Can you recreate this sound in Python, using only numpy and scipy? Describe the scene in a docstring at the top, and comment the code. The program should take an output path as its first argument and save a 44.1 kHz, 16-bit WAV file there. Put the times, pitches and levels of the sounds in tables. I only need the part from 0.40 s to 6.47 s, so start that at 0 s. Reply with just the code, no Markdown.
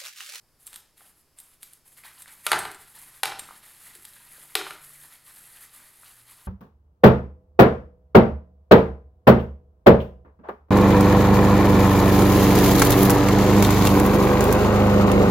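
"""A hard-walled workshop hums faintly. Close by, from 0.2 s, a wet paintbrush dabs at steel washers
in a gloved palm over a plastic tub: bristles hiss and crackle, liquid squelches, washers clink,
drips fall. From 1.4 s the brush stays on the palm and rubs between strokes.
At 2.1, 2.8 and 4.2 s heavier metal clanks down and rings through the room; the scrubbing runs to 6 s."""
import sys
import numpy as np
from scipy import signal
from scipy.fft import rfft, irfft
from scipy.io import wavfile
from scipy.ndimage import uniform_filter1d

SR = 44100
rng = np.random.default_rng(int(sys.argv[2]) if len(sys.argv) > 2 else 0)


def master(y):
    """Save y as 16-bit WAV."""
    cut = np.clip(np.atleast_2d(y).T, -1, 1)
    pcm = np.round(cut * 32767)  # scale
    wavfile.write(sys.argv[1], SR, pcm.astype(np.int16))


N = 267671
TIME_S = np.arange(N) / SR

# still room air: (frequency [Hz], gain [dB])
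AIR_SPECTRUM = [(20, 3), (40, -1.5), (70, -0.5), (160, -10), (300, -8.5), (1200, -14.5), (4000, -21),
                (4900, -15), (6000, -21.5), (12000, -17), (16000, -26.5)]
# faint microphone rumble and hiss: (frequency [Hz], gain [dB])
MIC_NOISE_SPECTRUM = [(30, 1.5), (300, -5.5), (1000, -17), (3600, -63), (4750, -10.5), (5500, -7),
                      (6100, -23), (6800, -18), (8100, -20), (9500, -55)]
# machine hum: (time [s], low tone [dB], high tone [dB])
HUM_LEVELS = [(0, -88, -84.5), (1.2, -89, -80.5), (2.1, -86, -72), (3.599, -76, -77.5), (4.6, -98, -69.5),
              (5.1, -77.5, -80.5), (6.0, -74, -86)]
# brush strokes: (start [s], length [s], relative hiss [dB], relative squelch [dB])
STROKES = [(0.18, 0.12, -58.5, -67), (0.245, 0.14, -57.5, -59), (0.555, 0.14, -56.5, -59.5),
           (0.743, 0.057, -62.5, -74), (0.952, 0.19, -58, -63), (1.189, 0.17, -58.5, -63.5),
           (1.45, 0.025, -55, -74), (1.496, 0.025, -52.5, -62.5), (1.555, 0.021, -47, -49.5),
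           (1.625, 0.05, -49.5, -44.5), (1.702, 0.1, -57, -66), (1.767, 0.049, -49.5, -51.5),
           (1.862, 0.028, -65, -47), (1.897, 0.033, -49, -54), (2.025, 0.044, -42, -49),
           (2.38, 0.052, -53, -55.5), (2.526, 0.065, -50.5, -54.5), (2.644, 0.051, -52.5, -52.5),
           (3.01, 0.15, -56, -53.5), (3.208, .1, -53.5, -53), (3.449, 0.12, -54.5, -55.5),
           (3.73, 0.14, -58, -57), (3.899, 0.06, -51, -57.5), (4.058, 0.14, -54.5, -60),
           (4.246, 0.051, -51, -53), (4.41, .15, -50.5, -55.5), (4.688, 0.067, -51.5, -54.5),
           (4.85, 0.057, -60, -59), (4.95, 0.056, -51.5, -58), (5.06, 0.017, -52, -56),
           (5.134, 0.049, -51, -53.5), (5.323, 0.038, -67, -70), (5.394, 0.029, -54, -54),
           (5.6, 0.14, -56, -57.5), (5.85, 0.039, -57.5, -55), (6.028, 0.044, -53, -74)]
# rubbing between strokes: (time [s], hiss [dB])
RUBBING = [(1.42, -100), (1.46, -64), (1.6, -63.5), (2.0, -56.5), (2.8, -57), (3.2, -59.5), (3.6, -53.5),
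           (4.6, -55.5), (5.2, -57), (5.5, -53.5), (6.02, -59.5)]
# brush spectra: (frequency [Hz], gain [dB])
BRISTLE_SPECTRUM = [(3000, -15.5), (5600, -15.5), (7000, -6), (8600, -1), (10700, 3.5), (12200, 1.5),
                    (13700, -7.5), (16000, -16)]
LIQUID_SPECTRUM = [(250, -26), (600, -7.5), (1200, -2), (1900, -5), (2700, -4), (4400, -2.5), (5600, -11),
                   (8000, -15.5)]
# washer clinks: (time [s], relative level [dB], tilt [dB/octave], struck washer, ring re contact [dB])
CLINKS = [(0.2673, -18, 7.5, "small", -1), (0.275, -21.5, 1, "thin", -17), (.33, -22.5, -1.5, "thin", -16),
          (.341, -23.5, -1, "small", -3), (0.3596, -17, 0.5, "thin", -5), (0.9867, -26.5, 1, "small", 3.5),
          (1.001, -22.5, 6, "thin", -9), (1.2301, -17, 1.5, "thin", -5.5), (1.3338, -24, 6, "thin", -14),
          (1.8207, -22, 4, "small", -2), (1.879, -27, -3, "large", -5), (2.19, -8, 4.5, "large", -2.5),
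          (2.315, -19.5, 2.5, "small", -12), (2.346, -24.5, -1, "small", 0.5),
          (2.9932, -11.5, -1, "small", 0), (3.552, -22.5, 2, "small", -23), (3.6512, -18.5, 1, "thin", -9)]
# washer contact spectrum: (frequency [Hz], gain [dB])
CLINK_SPECTRUM = [(500, -15.5), (1300, -2), (2500, -3.5), (3700, 1.5), (5900, -9.5), (7500, -3),
                  (8600, 3.5), (11500, 1), (13500, -9), (16000, -16)]
# washer modes: (frequency [Hz], relative level [dB], t60 [s])
LARGE_WASHER_MODES = [(8440, 0, .2), (8570, -6, .08), (10500, -11, .25), (11210, -1, .15)]
SMALL_WASHER_MODES = [(7520, -2, .035), (8480, -3, .03), (8760, 0, .045)]
THIN_WASHER_MODES = [(2300, -11, .03), (3800, -6, .02), (4765, -14, .1), (8900, -4, .03), (12310, 0, .13)]
# drips and bursting suds: (time [s], relative level [dB], pitch [Hz])
DRIPS = [(0.608, -45, 1280), (.616, -45.5, 735), (1.6374, -38, 2100), (1.859, -38, 1720),
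         (3.089, -33.5, 1240), (3.109, -30.5, 1090), (3.558, -46, 380), (3.982, -46.5, 567),
         (4.647, -44.5, 1120), (5.402, -46, 1520), (5.634, -40, 1290)]
# heavy clanks and rattles, rings re contact:
# (time [s], relative level [dB], tilt [dB/octave], shell ring [dB], plate ring [dB], bar ring [dB])
CLANKS = [(2.0658, -1.5, 2, -23.5, -4.5, -31), (2.1172, 3, -1, -13.5, -6, -13.5),
          (2.1302, 2.5, -5.5, -21, -11.5, -18), (2.252, -11.5, -5, -14, -7, -8),
          (2.833, 1, 0.1, -24, -22, -5.5), (2.856, -9, 0.5, -17, -19, -9),
          (2.9195, -15.5, -7, -21, -11, -29), (4.1531, 1, 0.5, -13.5, -20, -10.5),
          (4.2122, -16.5, -5.5, -23, -21, -20), (4.2664, -18.5, -8.5, -41, -2, -15),
          (4.3076, -17, -3.5, -25, -10, -25)]
# heavy contact spectrum: (frequency [Hz], gain [dB])
CLANK_SPECTRUM = [(40, -30), (80, -27), (160, -24.5), (240, -41.5), (400, -23), (560, -13.5), (780, -6),
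                  (1300, -0.5), (2100, -2), (4300, -5), (6000, -17), (10200, -5.5), (13000, -13.5),
                  (16000, -35)]
# heavy metal modes: (frequency [Hz], relative level [dB], t60 [s])
SHELL_MODES = [(318, -14, .12), (389, -2, .14), (440, 1, .055)]
PLATE_MODES = [(620, -12, .22), (717, -11, .08), (943, -5, .04), (1216, -1, .08), (1368, 2, .12),
               (1500, -5, .04), (1800, -5, .04), (2500, -5, .05), (2950, -6, .05)]
BAR_MODES = [(780, 0, .05), (880, -3, .03), (2250, -5, .02), (2700, -5, .02), (3790, 1, .022),
             (4050, 1, .022), (4550, -3, .015)]
# reverb decay: (frequency [Hz], t60 [s])
ROOM_T60 = [(70, 0.97), (170, 0.64), (350, 0.41), (1000, 0.44), (2500, 0.51), (5000, 0.45), (10000, 0.35),
            (16000, 0.19)]
# reverb spectrum: (frequency [Hz], gain [dB])
ROOM_SPECTRUM = [(75, 9.5), (105, -20), (160, 6), (220, 16.5), (400, 0.5), (1500, -2), (4000, -5.5),
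                 (6000, 1.5), (10000, -9), (16000, 3)]


def from_db(db):
    """Decibels to gain."""
    return 10 ** (np.asarray(db) / 20)


def unit_rms(x):
    """Scale to mean power 1."""
    return x / np.sqrt(np.mean(x ** 2) + 1e-20)


def unit_energy(x):
    """Scale to total energy 1."""
    return x / np.sqrt(np.sum(x ** 2) + 1e-20)


def at_hz(points, hz):
    """Table lookup on a log-frequency axis."""
    points_hz, values = np.transpose(points)
    return np.interp(np.log(hz + 1), np.log(points_hz), values)


def curves(rows):
    """Columns of a timed table, interpolated per sample."""
    times_s, *columns = np.transpose(rows)
    return [np.interp(TIME_S, times_s, column) for column in columns]


def add(mix, start_s, sound):
    """Mix a sound in at start_s."""
    part = mix[max(round(start_s * SR), 0):][:len(sound)]
    part += sound[:len(part)]


def coloured(x, spectrum, tilt_db_oct=0, fft_size=4096):
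    """Minimum-phase filter, tilted above 700 Hz."""
    hz = abs(np.fft.fftfreq(fft_size, 1 / SR))
    gain_db = at_hz(spectrum, hz) + tilt_db_oct * np.log2(np.maximum(hz, 700) / 700)
    log_response = np.conj(signal.hilbert(np.log(from_db(gain_db))))
    taps = np.fft.ifft(np.exp(log_response)).real
    return signal.oaconvolve(x, taps[:fft_size // 2])[:len(x)]


def flutter(depth_db, samples):
    """Gain with smooth random swells."""
    drift = uniform_filter1d(uniform_filter1d(rng.standard_normal(N), samples), samples)
    return from_db(depth_db * unit_rms(drift))


def background():
    """Still air and the wavering hum of distant machines."""
    air = from_db(-67) * unit_rms(coloured(rng.standard_normal(N), AIR_SPECTRUM))
    hum = np.zeros(N)
    for hz, db in zip((118.4, 145.3), curves(HUM_LEVELS)):
        tone = np.sqrt(2) * np.sin(2 * np.pi * hz * TIME_S)
        hum += from_db(db) * flutter(depth_db=2.2, samples=4000) * tone
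    return air + hum


def pressure(length_s, attack_s=0.035, ease_db_per_s=18, lift_db_per_s=286):
    """Stroke gain: the brush presses in, eases along the sweep, lifts."""
    t = np.arange(0, length_s + 0.3, 1 / SR)
    attack = np.sin(np.pi / 2 * np.minimum(t / attack_s, 1)) ** 2
    fade_db = ease_db_per_s * t + lift_db_per_s * np.maximum(t - length_s, 0)
    return attack * from_db(-fade_db)


def scrubbing_db(wetness_db=-3.5):
    """Hiss and squelch levels: strokes on top of an unsteady hand's rubbing."""
    rubbing = from_db(curves(RUBBING)[0]) * flutter(depth_db=3, samples=2000)
    hiss_power = rubbing ** 2
    squelch_power = (from_db(wetness_db) * rubbing) ** 2
    for start_s, length_s, hiss_db, squelch_db in STROKES:
        stroke = pressure(length_s)
        add(hiss_power, start_s, (from_db(hiss_db) * stroke) ** 2)
        add(squelch_power, start_s, (from_db(squelch_db) * stroke) ** 2)
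    return 10 * np.log10([hiss_power, squelch_power])


def grains(per_s, spread_db):
    """Random clicks of uneven size."""
    size = from_db(spread_db * np.minimum(rng.exponential(1, N), 4))
    return unit_rms(size * rng.choice([-1, 1], N) * (rng.random(N) < per_s / SR))


def chatter(t60_s, samples=2048):
    """Decaying contact noise with a near-flat spectrum."""
    fade = from_db(-60 * np.arange(samples) / SR / t60_s)
    x = rng.standard_normal(samples) * fade
    for _ in range(3):
        whitened = irfft(np.exp(1j * np.angle(rfft(x))))
        x = whitened * fade ** 0.051
    return x


def bristles():
    """Bristles flick over steel and rubber; stiff tufts snap free."""
    flicks = grains(per_s=9000, spread_db=2.5) * flutter(depth_db=1.35, samples=250)
    releases = grains(per_s=25, spread_db=2.4)
    snaps = signal.oaconvolve(releases, unit_energy(chatter(t60_s=0.012)))[:N]
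    return unit_rms(coloured(flicks + from_db(-13) * snaps, BRISTLE_SPECTRUM))


def bubble(hz, decay_cycles, rise):
    """An air pocket rings briefly, rising in pitch."""
    t = np.arange(int(5 * decay_cycles / hz * SR)) / SR
    age = t * hz / decay_cycles
    envelope = (1 - np.exp(-2 * age)) * np.exp(-age)
    return unit_energy(envelope * np.sin(2 * np.pi * hz * t * (1 + rise * age)))


def wet_pocket(centre_hz=1900, width_hz=294):
    """Clicks excite a wandering resonance in the liquid under the bristles."""
    clicks = grains(per_s=3000, spread_db=4.5)
    hz = centre_hz * flutter(depth_db=0.4, samples=1500)
    carrier = np.exp(2j * np.pi * np.cumsum(hz) / SR)
    pole = np.exp(-np.pi * width_hz / SR)
    return 2 * (carrier * signal.lfilter([1 - pole], [1, -pole], clicks / carrier)).real


def squelch(level_db):
    """Tiny bubbles burst in the liquid film; harder pressing brings out the wet pocket."""
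    suds = np.zeros(N)
    for hz in np.geomspace(800, 4500, 24):
        pops = grains(per_s=14, spread_db=3.5)
        suds += signal.oaconvolve(pops, bubble(hz, decay_cycles=2.6, rise=0.02))[:N]
    fizz = from_db(-10) * unit_rms(suds) + grains(per_s=6000, spread_db=-2)
    film = unit_rms(coloured(fizz * flutter(depth_db=2, samples=500), LIQUID_SPECTRUM))
    pocket = unit_rms(coloured(wet_pocket(), LIQUID_SPECTRUM))
    press = from_db(np.minimum(0.5 * (level_db + 47.5), 0))
    return from_db(level_db - 3) * (film + press * pocket) / np.hypot(1, press)


def brush():
    """Scrubbing drives bristle hiss and liquid squelch."""
    hiss_db, squelch_db = scrubbing_db()
    return from_db(hiss_db) * bristles() + squelch(squelch_db)


def ring(modes, samples=22050):
    """Decaying modes; weights vary with where the blow lands."""
    hz, db, t60_s = np.transpose(modes)[:, :, None]
    t = np.arange(samples) / SR
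    weights = rng.choice([-1, 1], db.shape) * from_db(db + rng.standard_normal(db.shape))
    partials = weights * from_db(-60 * t / t60_s) * np.cos(2 * np.pi * hz * t)
    return unit_energy(partials.sum(0))


def blows(rows, spectrum, contact_t60_s, bodies=()):
    """Per row: contact chatter plus the ring of any bodies given."""
    out = np.zeros(N)
    for time_s, db, tilt_db_oct, *rings_db in rows:
        contact = unit_energy(coloured(chatter(contact_t60_s), spectrum, tilt_db_oct))
        add(out, time_s, from_db(db) * contact)
        for modes, ring_db in zip(bodies, rings_db):
            add(out, time_s, from_db(db + ring_db) * ring(modes))
    return out


def clinks(scrape_lead_s=0.0055, neighbour_db=-13):
    """The brush flips a washer over its neighbours: scrape, tick, glove-damped ring."""
    washers = {"large": LARGE_WASHER_MODES, "small": SMALL_WASHER_MODES, "thin": THIN_WASHER_MODES}
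    tick_rows, scrape_rows = [], []
    for time_s, db, tilt_db_oct, struck, ring_db in CLINKS:
        rings_db = [ring_db + neighbour_db * (name != struck) for name in washers]
        tick_rows.append((time_s, db, tilt_db_oct, *rings_db))
        scrape_rows.append((time_s - scrape_lead_s, db - 12.5, tilt_db_oct))
    ticks = blows(tick_rows, CLINK_SPECTRUM, contact_t60_s=0.029, bodies=washers.values())
    scrapes = blows(scrape_rows, CLINK_SPECTRUM, contact_t60_s=0.025)
    return from_db(2.5) * (ticks + scrapes)


def drips():
    """Per drip: one bubble and a soft splash."""
    out = np.zeros(N)
    for time_s, db, hz in DRIPS:
        add(out, time_s, from_db(db + 12.5) * bubble(hz, decay_cycles=1.12, rise=0.01))
        splash = unit_energy(coloured(chatter(t60_s=0.026), LIQUID_SPECTRUM))
        add(out, time_s, from_db(db - 9) * splash)
    return out


def clanks():
    """Heavy metal lands: bright crack, dense crash, ring of hollow shell, plate and bar."""
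    bodies = (SHELL_MODES, PLATE_MODES, BAR_MODES)
    crashes = blows(CLANKS, CLANK_SPECTRUM, contact_t60_s=0.029, bodies=bodies)
    crack_rows = [(time_s, db - 6, tilt_db_oct + 1.5) for time_s, db, tilt_db_oct, *_ in CLANKS]
    cracks = blows(crack_rows, CLANK_SPECTRUM, contact_t60_s=0.0016)
    return from_db(5) * (crashes + cracks)


def workshop_reverb(x, delay_s=0.00057, build_s=0.013, samples=44100):
    """Dense wall reflections build fast; each band decays at its own rate."""
    hz, t, bands = signal.stft(rng.standard_normal(samples), SR, nperseg=512)
    gain_db = at_hz(ROOM_SPECTRUM, hz)[:, None] - 60 * t / at_hz(ROOM_T60, hz)[:, None]
    tail = signal.istft(bands * from_db(gain_db), SR, nperseg=512)[1][:samples]
    onset = np.clip((np.arange(samples) / SR - delay_s) / build_s, 0, 1)
    return signal.fftconvolve(x, unit_energy(tail * onset))[:N]


def scene():
    """Hand work, clanks and room centred; microphone self-noise differs between channels."""
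    hand_work = brush() + clinks() + drips()
    heavy_metal = clanks()
    reverb = workshop_reverb(from_db(-5) * hand_work + from_db(-3.5) * heavy_metal)
    mid = hand_work + heavy_metal + reverb + background()
    mic_noise = from_db(-78) * unit_rms(coloured(rng.standard_normal(N), MIC_NOISE_SPECTRUM))
    return np.array([mid + mic_noise, mid - mic_noise])


def record(dry):
    """Soft clip, then low-pass."""
    ceiling, cutoff_hz = 0.85, 15950
    rounded = ceiling * np.tanh(dry / ceiling)
    taps = signal.firwin(401, cutoff_hz, window=("kaiser", 8), fs=SR)
    return signal.oaconvolve(rounded, taps[None], "same")


dry = scene()
out = record(dry)
master(out)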